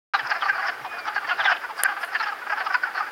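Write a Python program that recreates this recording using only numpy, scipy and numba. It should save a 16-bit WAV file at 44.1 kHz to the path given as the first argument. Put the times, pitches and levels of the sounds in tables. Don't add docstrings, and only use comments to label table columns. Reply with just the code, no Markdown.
import sys
import numpy as np
from scipy import signal
from scipy.fft import rfft, irfft
from scipy.io import wavfile
from numba import njit

SR = 44100
rng = np.random.default_rng(int(sys.argv[2]) if len(sys.argv) > 2 else 0)


def unload_wav(signal):
    wavfile.write(
        sys.argv[1],
        SR,
        np.round(np.clip(np.atleast_2d(signal).T, -1, 1) * 32767).astype(np.int16),
    )


def nominal_scale(level):
    x = np.asarray(level, float) / 20
    return 10 ** x


N = 137151

# frequency [Hz], density [dB per Hz].
AIR_SPECTRUM = [(30, -106), (70, -69.5), (180, -68), (500, -73.5), (2000, -76.5), (6000, -99),
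                (16000, -100)]
# middle [s], level [dB].
AIR_BUMPS = [
    (0.245, -26),
    (0.532, -33),
    (0.771, -39),
    (0.831, -26),
    (1.251, -36),
    (1.419, -30.5),
]
# time [s], level [dB].
CROWD_SWELL = [
    (.2, -35),
    (.4, -30),
    (.6, -29.5),
    (.8, -39),
    (1.1, -36.5),
    (1.5, -29.5),
    (1.75, -40.5),
    (2.1, -35),
    (2.4, -40),
    (2.8, -35),
]
# start [s], peak level [dB].
TICKS_ON_WATER = [
    (1.776, -49),
    (1.8353, -3.5),
    (2.012, -40),
    (2.049, -34),
]
# frequency [Hz], level [dB], decay time T60 [s].
SNAP_MODES = [(720, -1, 0.0058), (1600, 7.5, 0.0054), (3000, -2, 0.0063), (7540, 1.5, 0.005),
              (9430, 18, 0.0024), (11500, 16.5, 0.002), (15300, -30, 0.0033)]
# middle [s], length [s], level [dB], centre frequency [Hz], bandwidth [Hz].
SPATTER = [
    (1.793, 0.056, -54, 8350, 5070),
    (2.04, 0.1, -54.5, 10200, 5030),
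]
# time [s], pitch [Hz], level [dB].
LONG_WHISTLE = [
    (.85, 2430, -52),
    (.88, 2470, -46),
    (.97, 2470, -43),
    (1.04, 2340, -45),
    (1.075, 2180, -54),
]
SHORT_WHISTLE = [
    (.51, 2470, -50),
    (.54, 2390, -44),
    (.575, 2270, -49),
]
BRIEF_PEEP = [
    (1.852, 2430, -40),
    (1.862, 2420, -34),
    (1.872, 2380, -42),
]
# loudest moment [s], level [dB], length [s], resonance [Hz].
THROAT_SQUEAKS = [
    (.204, -39.5, .027, 3120),
    (.422, -34, 0.023, 3210),
    (1.31, -33.5, 0.043, 2860),
    (1.412, -32.5, 0.027, 3320),
    (1.532, -33, 0.019, 2770),
    (1.462, -28, 0.037, 3404),
    (1.57, -36.5, 0.00443, 2900),
    (2.168, -40, 0.029, 2850),
    (2.242, -37.5, 0.013, 2910),
]
# loudest moment [s], level [dB], length [s], resonance [Hz].
MOUTH_RASPS = [(0.152, -33.5, 0.025, 4010), (0.198, -43.5, 0.02, 4800), (0.274, -39.5, 0.005, 5070),
               (0.307, -35.5, 0.005, 5100), (0.492, -46, 0.015, 4600), (0.368, -46, 0.012, 5130),
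               (0.452, -42, 0.03, 4480), (0.68, -39.5, 0.025, 5270), (0.996, -44, 0.025, 4700),
               (1.08, -49, 0.019, 5750), (1.163, -43, 0.039, 4560), (1.304, -47, 0.08, 4520),
               (1.512, -54, 0.019, 5200), (1.794, -40, 0.031, 4800), (1.843, -42, 0.016, 4630),
               (1.915, -61, 0.014, 5250), (2.186, -58, 0.008, 5800), (2.207, -39.5, 0.016, 4150),
               (2.236, -39, 0.019, 5100), (2.28, -44, 0.027, 4620), (2.672, -57, 0.0091, 4700),
               (2.742, -46, 0.0099, 5100), (2.836, -46.5, 0.02, 4600), (2.97, -44, 0.048, 4430)]
# loudest moment [s], level [dB], length [s], click rate [Hz], main sac resonance [Hz].
FIRST_CROAKS = [(0.149, -16.5, 0.022, 409.6, 1413), (0.197, -26, 0.019, 458, 1780),
                (0.27, -31, 0.017, 507, 1600), (0.318, -19.5, 0.016, 425.4, 1596),
                (0.366, -29.5, 0.036, 357, 1620), (0.4315, -22, 0.02, 410, 1350),
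                (0.465, -22.5, 0.022, 407, 1240), (0.494, -19.5, 0.022, 419, 1640),
                (0.535, -32, 0.028, 416, 1340), (0.568, -40, 0.018, 400, 1500),
                (0.593, -27, 0.03, 396.5, 1350), (0.645, -31, 0.04, 419, 1470),
                (0.692, -24, 0.019, 374.4, 1640), (0.86, -31.5, 0.03, 385.6, 910),
                (0.988, -32, 0.042, 367.5, 1410), (1.083, -24.5, 0.024, 436.4, 1480),
                (1.166, -22.5, 0.012, 421, 1640)]
MIDDLE_CROAKS = [(1.182, -23, 0.017, 416, 1524), (1.251, -30.5, 0.013, 458, 1880),
                 (1.297, -25.5, 0.019, 439, 1800), (1.318, -20, 0.021, 375, 1410),
                 (1.405, -21.5, 0.03, 410.3, 1670), (1.46, -17.5, 0.015, 415, 1840),
                 (1.479, -18, 0.018, 407.4, 1580), (1.497, -21, 0.01, 396, 1600),
                 (1.508, -21.5, 0.01, 402, 1460), (1.522, -18, 0.014, 374.4, 1630),
                 (1.647, -28.5, 0.024, 499, 1580), (1.707, -34, 0.022, 450, 960),
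                 (1.803, -27.5, 0.029, 411, 1520), (1.856, -17.5, 0.017, 398, 1637),
                 (1.894, -24.5, 0.038, 419, 1530), (1.924, -31, 0.012, 395, 1470),
                 (1.976, -29, 0.021, 421.3, 1460), (2.039, -24.5, 0.018, 353, 1610),
                 (2.159, -21, 0.018, 370, 1694)]
LAST_CROAKS = [(2.208, -23.5, 0.022, 458, 1460), (2.235, -26, 0.017, 431, 1740),
               (2.272, -26, 0.028, 425, 1440), (2.293, -27, 0.02, 415, 1600),
               (2.327, -27.5, 0.015, 434, 1350), (2.427, -33.5, 0.034, 502, 1480),
               (2.472, -30, 0.016, 414, 1440), (2.505, -24.5, 0.018, 333, 1590),
               (2.53, -21.5, 0.022, 429, 1506), (2.583, -27.5, 0.026, 460, 1530),
               (2.613, -25.5, 0.023, 387, 1650), (2.669, -22.5, 0.015, 436, 1260),
               (2.709, -24, 0.016, 390, 1440), (2.727, -31, 0.012, 404, 1510),
               (2.7505, -16.5, 0.018, 519.7, 1520), (2.837, -19.5, 0.011, 380.4, 1508),
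               (2.874, -30, 0.039, 463, 1430), (2.955, -28, 0.014, 401, 1370),
               (2.982, -27, 0.028, 378, 1530), (3.01, -22, 0.019, 421.6, 1220)]
CLEAR_CROAKS = [.494, 1.182, 1.48, 1.857, 2.1585, 2.8385]
FACING_CROAKS = [.318, .692, 1.081, 1.522, 2.038, 2.16, 2.208, 2.613, 2.669, 2.751]

START_RATE_HZ, SPEED_UP = 190, .12
BODY_STARTS = .45
LEAD_DB, LEAD_DB_PER_S, EDGE_DB, LENGTH_SCALE = -9, 260, -6.5, .95
JITTER, SCATTER_DB = .028, 1.8
VOICE_FLOOR_HZ, VOICE_TOP_HZ = 520, 6000
SAC_SAG, RASP_SAG, SQUEAK_SAG, RATE_SAG = .07, .04, .19, .12
LOW_SAC_SHARE, LOW_SAC_DB, LOW_T60_S = 1.9, -7.5, .0095
SAC_T60_S, CLEAR_RING, CLEAR_REST_DB = .0105, 2.4, -7
THROAT_HZ, THROAT_DB, THROAT_T60_S = 2800, -13.5, .0035
MOUTH_HZ, MOUTH_DB, MOUTH_T60_S = 4850, -24, .008
BRIGHT_LEAD_DB, FACING_DB = 12, 5
RASP_RATE_HZ, RASP_T60_S = 300, .012
SQUEAK_RATE_HZ, SQUEAK_T60_S = 390, .013
CROWD_SPREAD_DB, CROWD_RASP_DB, CROWD_WET_DB = 2.5, -22, -3
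POND_T60_S, POND_DB = .4, -15
TICK_RISE_S = .00045
BUMP_S, BUMP_HZ = .016, 136
CALM_S, CALM_DB = 1.4, -6
NOTCH_HZ, NOTCH_WIDTH_HZ, TOP_HZ = 7860, 240, 15900
OPENS_S = .1365


def band(x, hz, width):
    return signal.lfilter(*signal.iirpeak(hz, hz / width, fs=SR), x)


def air(t):
    hz = np.fft.rfftfreq(N, 1 / SR) + 1
    corner_hz, density_db = np.array(AIR_SPECTRUM).T
    shape = nominal_scale(np.interp(np.log(hz), np.log(corner_hz), density_db))
    out = irfft(rfft(rng.standard_normal(N)) * shape * np.sqrt(SR / 2), N)
    rumble = signal.sosfilt(signal.butter(1, 200, fs=SR, output="sos"), out)
    out -= rumble * (t > CALM_S) * (1 - nominal_scale(CALM_DB))
    for s, db in AIR_BUMPS:
        swell = np.exp(-((t - s) / BUMP_S) ** 2)
        out += nominal_scale(db) * swell * np.sin(2 * np.pi * BUMP_HZ * (t - s))
    return out


def pond(x):
    t = np.arange(SR // 2) / SR
    tail = rng.standard_normal(len(t)) * nominal_scale(-60 * t / POND_T60_S) * (t > .004)
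    return signal.fftconvolve(x, tail / np.linalg.norm(tail))[:N]


def crowd(count=170):
    when = rng.uniform(0, N / SR, count)
    own = rng.standard_normal((count, 6)).clip(-2, 2).T
    db = CROWD_SPREAD_DB * own[0]
    low = croaks(np.c_[when, db, .024 + .005 * own[1], 400 + 35 * own[2], 1500 + 170 * own[3]])
    rasps = np.c_[when, db + CROWD_RASP_DB, .03 + .005 * own[4], 4850 + 320 * own[5]]
    thin = single(rasps, RASP_RATE_HZ, RASP_T60_S, RASP_SAG)
    wet = low + thin + nominal_scale(CROWD_WET_DB) * pond(low + thin)
    s, swell_db = np.array(CROWD_SWELL).T
    return wet / wet.std() * nominal_scale(np.interp(np.arange(N) / SR, s, swell_db))


def water(t):
    out = np.zeros(N)
    for s, db in TICKS_ON_WATER:
        since = np.clip(t - s, 0, 1)
        ring = sum(nominal_scale(g - 60 * since / t60) * np.sin(2 * np.pi * hz * since) for hz, g, t60 in SNAP_MODES)
        out += nominal_scale(db) / 2 * (1 - np.exp(-since / TICK_RISE_S)) * ring
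    for s, length, db, hz, width in SPATTER:
        grains = rng.standard_normal(N) * nominal_scale(1.5 * rng.exponential(size=N))
        grains = band(band(grains, hz, width), hz, width)
        out += nominal_scale(db) * grains / grains.std() * np.exp(-(2 * (t - s) / length) ** 4)
    return out


def bird(t, notes):
    s, hz, db = np.array(notes).T
    phase = 2 * np.pi * np.cumsum(np.interp(t, s, hz)) / SR
    return np.sqrt(2) * nominal_scale(np.interp(t, s, db, -140, -140)) * np.sin(phase)


@njit
def voices(calls, modes, luck, sag, size):
    half = 3000
    out = np.zeros(size + 2 * half + 2000)
    for c in range(len(calls)):
        peak, gain, length, rate = calls[c]
        buf, phase, k = np.zeros(2 * half), 0., 1
        u = np.arange(-half, half) / SR / length
        speeding = np.clip(u + SPEED_UP + 1, 0., 1.) ** 2
        step = (START_RATE_HZ + (rate - START_RATE_HZ) * speeding) * (1 - RATE_SAG * np.clip(u, 0., 2.)) / SR
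        first = half - int(BODY_STARTS * length * SR)
        phase = -step[:first].sum() % 1
        z = np.zeros(modes.shape[1], np.complex128)
        for i in range(2 * half):
            v = u[i]
            phase += step[i] * (1 + JITTER * luck[c, k] * (i > first))
            kick = 0.
            if phase >= 1:
                phase, k = phase - 1, k + 1
                db = 4 * EDGE_DB * v * v
                if -1.7 < v < 0:
                    db = LEAD_DB + LEAD_DB_PER_S * v * length if i < first - 2 else db / 4
                kick = 10 ** ((db + SCATTER_DB * luck[c, k + 80]) / 20)
            for m in range(len(z)):
                hz = modes[c, m, 0] * (1 - sag * min(max(v, -1.5), 1.5))
                turn = np.exp(complex(-np.log(1000) / modes[c, m, 2], 2 * np.pi * hz) / SR)
                z[m] = z[m] * turn + kick * (modes[c, m, 3] if v < -.6 else 1.)
                buf[i] += modes[c, m, 1] * z[m].imag
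        gain /= np.sqrt(np.mean(buf[half - 250:half + 250] ** 2)) + 1e-9
        at = int(peak * SR)
        out[at:at + 2 * half] += gain * buf
    return out[half:half + size]


def sing(calls, modes, sag):
    calls = np.array(calls, float) * [1, 1, LENGTH_SCALE, 1]
    calls[:, 1] = nominal_scale(calls[:, 1])
    luck = rng.standard_normal((len(calls), 200))
    x = voices(calls, np.array(modes, float), luck, float(sag), N)
    body = signal.butter(3, [VOICE_FLOOR_HZ, VOICE_TOP_HZ], "band", fs=SR, output="sos")
    return signal.sosfilt(body, x)


def single(rows, rate_hz, t60, sag):
    calls = [(s, db, length, rate_hz) for s, db, length, _ in rows]
    x = sing(calls, [[(r[3], 1, t60, 1)] for r in rows], sag)
    middle = np.mean([r[3] for r in rows])
    return band(x, middle, 1.1 * middle)


def listed(s, moments):
    return np.abs(np.array(moments) - s).min() < .004


def croaks(rows):
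    own = rng.standard_normal((len(rows), 3)).clip(-1.5, 1.5)
    modes = []
    for (s, _, _, rate, sac_hz), (a, b, c) in zip(rows, own):
        shine = nominal_scale(FACING_DB * listed(s, FACING_CROAKS))
        clear = listed(s, CLEAR_CROAKS)
        low_gain = nominal_scale(LOW_SAC_DB + 2 * b + clear * CLEAR_REST_DB)
        modes.append([
            (min(LOW_SAC_SHARE * rate, 980.), -low_gain, LOW_T60_S, 1),
            (sac_hz, 1, SAC_T60_S * CLEAR_RING ** clear, 1),
            (THROAT_HZ * (1 + c / 10), -shine * nominal_scale(THROAT_DB), THROAT_T60_S, 1),
            (MOUTH_HZ * (1 + a / 20), shine * nominal_scale(MOUTH_DB), MOUTH_T60_S, nominal_scale(BRIGHT_LEAD_DB))])
    return sing([r[:4] for r in rows], modes, SAC_SAG)


def scene():
    t = np.arange(N) / SR
    near = croaks(list(FIRST_CROAKS) + list(MIDDLE_CROAKS) + list(LAST_CROAKS))
    near += single(MOUTH_RASPS, RASP_RATE_HZ, RASP_T60_S, RASP_SAG)
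    near += single(THROAT_SQUEAKS, SQUEAK_RATE_HZ, SQUEAK_T60_S, SQUEAK_SAG)
    frogs = near + nominal_scale(POND_DB) * pond(near) + crowd()
    whistles = sum(bird(t, notes) for notes in (LONG_WHISTLE, SHORT_WHISTLE, BRIEF_PEEP))
    return (frogs + whistles + water(t) + air(t))[None]


def roll_off(x):
    return signal.sosfilt(signal.butter(12, 17500, fs=SR, output="sos"), x)


def record(dry):
    treble = signal.sosfilt(signal.butter(2, 450, "high", fs=SR, output="sos"), dry)
    x = treble * 0.97 + 0.14 * dry
    x = x - band(x, NOTCH_HZ, NOTCH_WIDTH_HZ)
    x = signal.sosfilt(signal.ellip(10, .2, 80, TOP_HZ, fs=SR, output="sos"), x)
    opening = np.clip((np.arange(N) / SR - OPENS_S) / 0.00018, 0, 1)
    return roll_off(x * opening)


dry = scene()
out = record(dry)
unload_wav(out)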